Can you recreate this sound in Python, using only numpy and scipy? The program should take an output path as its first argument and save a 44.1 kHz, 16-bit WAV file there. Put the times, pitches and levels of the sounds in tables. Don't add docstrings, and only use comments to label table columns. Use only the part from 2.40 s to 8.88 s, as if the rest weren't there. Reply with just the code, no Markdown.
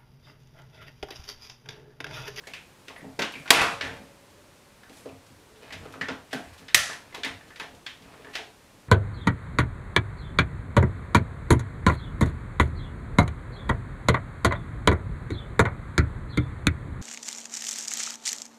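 import sys
import numpy as np
from scipy import signal
from scipy.fft import rfft, irfft
from scipy.io import wavfile

SR = 44100
rng = np.random.default_rng(int(sys.argv[2]) if len(sys.argv) > 2 else 0)


def boost_factor(decibels):
    exponent = np.asarray(decibels, float) / 20
    return 10 ** exponent


def transcribe(signal):
    frames = np.atleast_2d(signal).T
    limited = np.clip(frames, -1, 1)
    pcm = np.round(limited * 32767).astype(np.int16)
    wavfile.write(sys.argv[1], SR, pcm)


N = 285971

# start in seconds, peak level in dB, ring frequency in Hz,
# ring level in dB, crack level in dB.
KNOCKS = [(0.071, -28.5, 2200, -6, -2.5), (0.136, -24.5, 2530, 1.5, -9), (0.482, -26, 2620, -13, -9),
          (0.792, -12.5, 1526, -1, -10), (0.8198, -13, 2886, -5, -10.5), (1.077, -29, 2350, 4.5, -9),
          (1.1055, 8, 2578, -6, 1), (0.562, -45, 1960, 15.5, -18), (5.2037, -27.5, 2300, -6, -20),
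          (1.215, -7, 1230, 3.5, 0.1), (1.4105, -12.5, 1800, -6, -22), (2.656, -42.5, 1093, 6, -29),
          (3.612, -21.5, 1880, 4.5, -40), (3.685, -20.5, 1440, -2, -33.5), (3.93, -19, 1594, 1, -4.5),
          (4.284, -27.5, 1700, -5.5, -33), (4.346, -0.5, 1900, 0.5, 8), (4.531, -25, 1010, -14, -9),
          (4.746, -21, 1040, -25, -8), (4.834, -13, 3630, -8, -31), (4.847, -16.5, 2020, 1.5, -8),
          (5.198, -17.5, 1770, -8.5, -16), (5.464, -21, 1870, -13, -34), (5.953, -15.5, 2850, -21, -12.5)]
# start in seconds, peak level in dB, ring frequency in Hz.
RATTLES = [
    (1.127, -4, 1300),
    (1.146, -4, 2474),
    (1.165, -6, 1460),
    (1.188, -7.5, 2000),
    (1.235, -17.5, 1620),
]
# start in seconds, peak level in dB, ring frequency in Hz.
TAPS = [(0.038, -46.5, 1680), (0.609, -45, 1950), (0.939, -32, 2470), (0.955, -33, 2330),
        (1.017, -45, 2340), (1.058, -37, 1490), (1.209, -11.5, 2540), (1.247, -41, 1240),
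        (1.449, -29.5, 1800), (2.433, -43, 1660), (2.69, -46, 2500), (3.159, -50.5, 3440),
        (3.306, -37, 2000), (3.455, -43, 1270), (3.539, -37.5, 1280), (4.498, -29.5, 1780),
        (4.725, -43, 2030), (5.01, -45.5, 1770), (5.105, -44.5, 1800), (5.739, -44, 1200),
        (5.846, -42, 1650), (5.868, -45, 1750)]
# start in seconds, peak level in dB, chatter length in ms.
SLIPS = [
    (0.475, -41, 4),
    (2.495, -35, 4),
    (3.222, -40, 9.7),
    (3.323, -25.5, 12.5),
    (3.908, -36.5, 18),
    (4.188, -50, 3),
    (5.159, -31, 6.1),
    (5.621, -40, 6),
    (5.932, -31, 17),
]


def clamp_knocks(direct, send):
    rows = [(*row, 4.57) for row in KNOCKS]
    rows += [(*row, 8, -18.5, 4.2) for row in TAPS]
    rows += [(s, db, 2300, -32, -10, ms) for s, db, ms in SLIPS]
    rows += [(*row, 1, -18, 9.3) for row in RATTLES]
    for s, peak_db, ring_hz, ring_db, crack_db, chatter_ms in rows:
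        start = s - .001
        body_force, ring_force = contact(chatter_ms, 0.41), contact(chatter_ms, 0.25)
        crack_force = contact(0.75 * chatter_ms, 1.0)
        strike(direct, send[0], plastic, body_force, peak_db - 5.5, start)
        strike(direct, send[1], lambda f: ring(f, ring_hz, 0.0091), ring_force, peak_db + ring_db - 5.0, start)
        strike(direct, send[2], brighten, crack_force, peak_db + crack_db - 5.5, start)


# frequency in Hz, level in dB, decay time T60 in seconds.
PIPE = [(102, -6.5, 0.35), (141.4, -33, 0.29), (216, 1, 0.091), (267.7, 4.5, 0.25), (362, 17.5, 0.024),
        (438.3, -2, 0.15), (543, 4, 0.044), (700, -1, 0.19)]
# start in seconds, peak level in dB, pitch in Hz.
THUMPS = [(0.628, -33.5, 266), (0.661, -39, 199), (0.795, -25, 275.8), (0.818, -29, 219), (0.956, -35, 275),
          (0.991, -40, 171), (1.33, -37, 124), (1.449, -32, 170), (1.441, -35.5, 80), (1.25, -29, 201),
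          (1.598, -39, 214), (1.909, -50.5, 99.7), (2.432, -58, 245), (2.497, -38.5, 268),
          (2.72, -40.5, 110), (2.899, -41, 102), (3.34, -33.5, 88), (3.397, -39.5, 132), (3.614, -32, 253),
          (3.7, -27.5, 250), (3.932, -27, 285), (3.948, -25.5, 240), (4.059, -37, 84.4), (4.199, -39, 154),
          (4.397, -38, 227), (4.846, -29, 310), (4.9, -38, 100), (5.618, -45.5, 175), (5.949, -48, 54.3)]
# start in seconds, peak level in dB.
END_TOCKS = [(0.072, -37), (0.48, -37.5), (0.509, -52), (0.79, -20), (1.41, -34), (2.658, -26),
             (2.699, -39), (3.223, -39.5), (3.454, -34), (3.559, -33), (3.685, -26.5), (4.779, -33.5),
             (5.739, -48), (5.798, -38.5), (5.87, -41)]
# start in seconds, peak level in dB.
FLANK_TOCKS = [(0.071, -42), (0.643, -32.5), (0.793, -25), (1.019, -44.5), (1.213, -13.5), (1.279, -49),
               (2.504, -43), (2.66, -45), (3.329, -38), (3.93, -22.5), (3.995, -33.5), (5.239, -35.5),
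               (5.899, -56), (5.953, -30), (5.989, -29)]
# start in seconds, peak level in dB.
WALL_TOCKS = [(0.139, -60), (0.499, -35), (0.794, -22.6), (0.829, -23), (1.1058, 0.6), (1.112, -1),
              (1.145, -11), (1.179, -9.5), (1.406, -43), (3.686, -23.5), (4.346, -42), (4.492, -27.5),
              (4.744, -27.5), (4.858, -26.5), (5.198, -28.5), (5.679, -40.5), (5.849, -37)]


def pipe_blows(direct, send):
    rows = [(*row, 8.8) for row in THUMPS]
    for tocks, mode_hz, ms in [(END_TOCKS, 470.5, 8.1), (FLANK_TOCKS, 705, 8.2), (WALL_TOCKS, 940, 12)]:
        for s, db in tocks:
            detune = 1 + 0.013 * rng.standard_normal()
            rows.append((s, db, mode_hz * detune, ms))
    for s, peak_db, pitch_hz, shove_ms in rows:
        def pipe(f):
            modes = sum(boost_factor(db - 18.5) * ring(f, hz, 0.57 * t60) for hz, db, t60 in PIPE)
            return band(ring(f, pitch_hz, 7.0 / pitch_hz) + modes, .62 * pitch_hz, 2.4 * pitch_hz)
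        strike(direct, send[2], pipe, contact(shove_ms, 0.063), peak_db - 6.0, s - .0015)


# start in seconds, peak level in dB, ring frequency in Hz.
PLATES = [(1.1052, -13, 9970), (4.349, -6, 6050), (4.346, -20, 6800), (4.348, -18, 15100),
          (4.3475, -7, 1750), (4.85, -36, 8700), (4.495, -38, 5300), (4.748, -30, 3900),
          (5.198, -43, 10500), (5.465, -27.5, 3300), (1.1055, -20, 14000), (4.283, -36, 3700)]


def plate_zings(direct, send):
    for s, peak_db, hz in PLATES:
        strike(direct, send[1], lambda f: ring(f, hz, 0.0043), contact(2, .3), peak_db, s - .001)


# start in seconds, peak level in dB, length in ms.
TICKS = [(0.922, -39.5, 4.4), (1.6294, -56, 4.6), (1.9008, -49, 7.2), (2.5284, -47, 8.4),
         (2.5688, -42, 6.0), (2.5994, -51, 6.0), (2.864, -49, 6.4), (3.5248, -42, 5.6), (4.1303, -46.5, 12),
         (4.176, -43.5, 15), (5.079, -49, 6.8), (5.3486, -47, 4.6)]


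def grit_ticks(direct, send):
    for s, peak_db, length_ms in TICKS:
        strike(direct, send[2], brighten, contact(length_ms, .4), peak_db + 0.5, s - .001)


def contact(ms, rise):
    t = np.arange(round(.15 * SR)) / SR
    length_s = np.clip(ms, .5, 60) / 1000
    noise, spikes = rng.standard_normal((2, len(t)))
    envelope = np.exp(-t / length_s) * (1 - np.exp(-t / (rise * length_s)))
    return noise * envelope * boost_factor(4.3 * spikes)


def strike(direct, send, colour, force, peak_db, s):
    bare = colour(np.arange(len(force)) == 0)
    sound = boost_factor(peak_db) * peak_one(signal.fftconvolve(force, bare)[:len(force)])
    add(direct, sound, s)
    add(send, bare * np.sqrt(np.sum(sound ** 2) / np.sum(bare ** 2)), s)


def plastic(f):
    return band(band(band(f, 1200, 18000), 1300, 8293), 1100, 3920)


def brighten(f):
    r = np.exp(-2 * np.pi * 5000 / SR)
    return signal.lfilter([(1 - r) ** 2], [1, -2 * r, r * r], band(f, 2400, 13000))


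# frequency in Hz, level in dB, decay time T60 in seconds.
CLAMP = [(1040, -0.5, 0.045), (1770, 2.5, 0.045), (2410, 2, 0.044), (3300, -21, 0.011), (4410, -1, 0.01),
         (5370, -28.5, 0.0031)]
# start in seconds, length in seconds, level in dB.
DRAGS = [(0.56, 0.14, -35), (0.98, 0.018, -36), (1.27, .03, -38), (1.45, 0.064, -29), (2.58, 0.18, -43),
         (2.99, 0.18, -47.5), (3.39, 0.028, -29), (3.55, .22, -35), (4.2, 0.95, -46), (5.28, .05, -37.5),
         (5.66, 0.25, -42), (6.3, 0.23, -49)]
# start in seconds, length in seconds, level in dB.
SCRAPES = [
    (0.3, .1, -49),
    (0.85, .05, -55),
    (1.14, .03, -17),
    (1.45, 0.012, -17),
    (2.57, 0.046, -37),
    (3.25, 0.28, -31),
    (3.95, 0.28, -34.5),
    (4.58, 0.3, -34.5),
    (4.9, 0.31, -37),
    (5.66, 0.27, -33.5),
]
# start in seconds, length in seconds, level in dB.
BRUSHES = [
    (0.98, .05, -51),
    (1.27, .03, -48.5),
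    (1.42, 0.22, -57),
    (2.55, 0.044, -51.5),
    (3.38, 0.12, -58),
    (3.95, 0.11, -55),
    (4.43, .03, -59),
    (5.1, 0.11, -62),
    (5.9, 0.15, -58.5),
]


def rubbing():
    rumble_db, scrape_db, hiss_db = strokes(DRAGS, -67), strokes(SCRAPES, -67), strokes(BRUSHES, -62.5)
    slow, fast = grains(120, 3.5), grains(700, 4.5)
    rumble = sum(boost_factor(db) * ring(slow, hz, 0.13 * t60) for hz, db, t60 in PIPE)
    body = sum(boost_factor(db) * ring(fast, hz, 0.15 * t60) for hz, db, t60 in CLAMP[:4])
    scrape = rms_one(body) + 1.3 * rms_one(band(fast, 400, 3200))
    hiss = band(grains(3100, 3.9), 3700, 11000)
    out = boost_factor(rumble_db - 20.0) * rms_one(rumble)
    out += boost_factor(scrape_db - 26.5) * rms_one(scrape)
    return out + boost_factor(hiss_db - 11) * rms_one(hiss)


def grains(per_s, spread_db):
    sizes = boost_factor(spread_db * np.minimum(rng.exponential(1, N), 4)) * rng.choice([-1, 1], N)
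    return sizes * (rng.random(N) < per_s / SR)


def strokes(rows, idle_db):
    swell_db_s, fade_db_s = 149, 110.5
    t = np.arange(0, N, 64) / SR
    s, length_s, db = np.transpose(rows)[:, :, None]
    level = db - swell_db_s * np.maximum(s - t, 0) - fade_db_s * np.maximum(t - s - length_s, 0)
    return np.interp(np.arange(N) / SR, t, np.maximum(level.max(axis=0), idle_db))


# frequency in Hz, level in dB, decay time T60 in seconds.
BLADE = [(463, -29, .8), (560, -41, 2.2), (958, -46, .5), (1098, -48, .5)]


def blade():
    click = np.zeros(N)
    click[round(1.11 * SR)] = 1
    return sum(boost_factor(db) * ring(click, hz, t60) for hz, db, t60 in BLADE)


# start in seconds, length in seconds, frequency in Hz, level in dB.
HOLLOW = [
    (1.854, 0.26, 594, -64.5),
    (1.915, 0.13, 406, -61),
    (0.545, .07, 10700, -66),
    (2.961, 0.27, 434, -57),
    (5.795, 0.49, 432, -60.5),
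]


def hollow():
    out = np.zeros(N)
    for s, length_s, hz, db in HOLLOW:
        noise = rng.standard_normal(SR // 2)
        tone = ring(ring(noise, hz, 0.26), hz, 0.18)[:round(length_s * SR)]
        add(out, boost_factor(db) * rms_one(tone) * np.sqrt(np.hanning(len(tone))), s)
    return out


# frequency in Hz, decay time T60 in seconds, level in dB.
ROOM = [(105, 0.32, 2), (287, 0.29, 1.5), (810, 0.33, 2.5), (2000, 0.3, 0.5), (4287, 0.35, -3.5),
        (10800, 0.35, -3), (14890, 0.1, 5)]
# delay in ms, level in dB.
ECHOES = [(6.3, -7.5), (9.5, -16.5), (14.0, -15)]


def workshop(direct, send):
    t = np.arange(round(.9 * SR)) / SR
    edges = 45 * 2 ** np.arange(0, 9, .5)
    white = rng.standard_normal((2, len(send), len(t)))
    tails = 0
    for k, (low, high) in enumerate(zip(edges, edges[1:])):
        hz = np.sqrt(low * high)
        decay_db = at_hz(ROOM, hz, column=2) - 60 * t / at_hz(ROOM, hz)
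        tails = tails + band(white[k % 2], low, high) * boost_factor(decay_db)
    tails *= 1 - np.exp(-t / 0.0081)
    tails *= boost_factor(-1.5) / np.sqrt(np.sum(tails ** 2) / len(send))
    out = direct + signal.fftconvolve(send, tails, axes=1)[:, :N].sum(axis=0)
    for k, (ms, db) in enumerate(ECHOES):
        add(out, boost_factor(db) * (-1) ** k * direct, ms / 1000)
    return out


# frequency in Hz, level in dB per Hz.
AIR = [(13, -37.5), (22, -1.5), (122, -0.5), (387, -5.5), (457, -6.5), (554, -4), (653, -10.5), (988, -8.5),
       (1170, -11), (2200, -14), (8970, -23), (14700, -29.5), (16000, -37.5)]


def air():
    return boost_factor(-55) * rms_one(shaped(rng.standard_normal(N), AIR))


def ring(force, hz, t60):
    r, w = boost_factor(-60 / (t60 * SR)), 2 * np.pi * hz / SR
    return signal.lfilter([0, np.sin(w)], [1, -2 * r * np.cos(w), r * r], force + 1e-18)


def band(x, low_hz, high_hz):
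    return signal.sosfilt(signal.butter(2, [low_hz, high_hz], "band", fs=SR, output="sos"), x)


def shaped(x, points):
    hz = np.maximum(np.arange(len(x) // 2 + 1) * SR / len(x), 1)
    return irfft(rfft(x) * boost_factor(at_hz(points, hz)), len(x))


def at_hz(points, hz, column=1):
    points = np.array(points)
    return np.interp(np.log(hz), np.log(points[:, 0]), points[:, column])


def rms_one(x):
    return x / np.sqrt(np.mean(x ** 2) + 1e-20)


def peak_one(x):
    return x / (np.max(np.abs(x)) + 1e-20)


def add(track, sound, s):
    i = round(s * SR)
    track[i:i + len(sound)] += sound[:N - i]


def scene():
    direct, send = np.zeros(N), np.zeros((3, N))
    clamp_knocks(direct, send)
    pipe_blows(direct, send)
    grit_ticks(direct, send)
    plate_zings(direct, send)
    rub = rubbing()
    room = workshop(direct + rub, send + rub / np.sqrt(len(send)))
    return (room + blade() + hollow() + air())[None]


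def roll_off(x):
    return signal.sosfilt(signal.butter(12, 16410, fs=SR, output="sos"), x)


def record(dry):
    limit_db, recover_db_s, duck_s = -7, 70.5, 0.0065
    heard = signal.sosfilt(signal.butter(1, 45, "high", fs=SR, output="sos"), dry)
    t = np.arange(N) / SR
    over_db = np.maximum(20 * np.log10(np.abs(heard[0]) + 1e-9) - limit_db, 0)
    held_db = np.maximum.accumulate(over_db + recover_db_s * t) - recover_db_s * t
    held_db = np.maximum(held_db, 0)
    r = np.exp(-1 / (duck_s * SR))
    ducked = heard * boost_factor(-.8 * signal.lfilter([1 - r], [1, -r], held_db))
    top_cut = signal.cheby2(10, 35, 16150, fs=SR, output="sos")
    mix = np.clip(signal.sosfilt(top_cut, np.clip(ducked, -1, 1)), -1, 1)
    return roll_off(mix)


dry = scene()
out = record(dry)
transcribe(out)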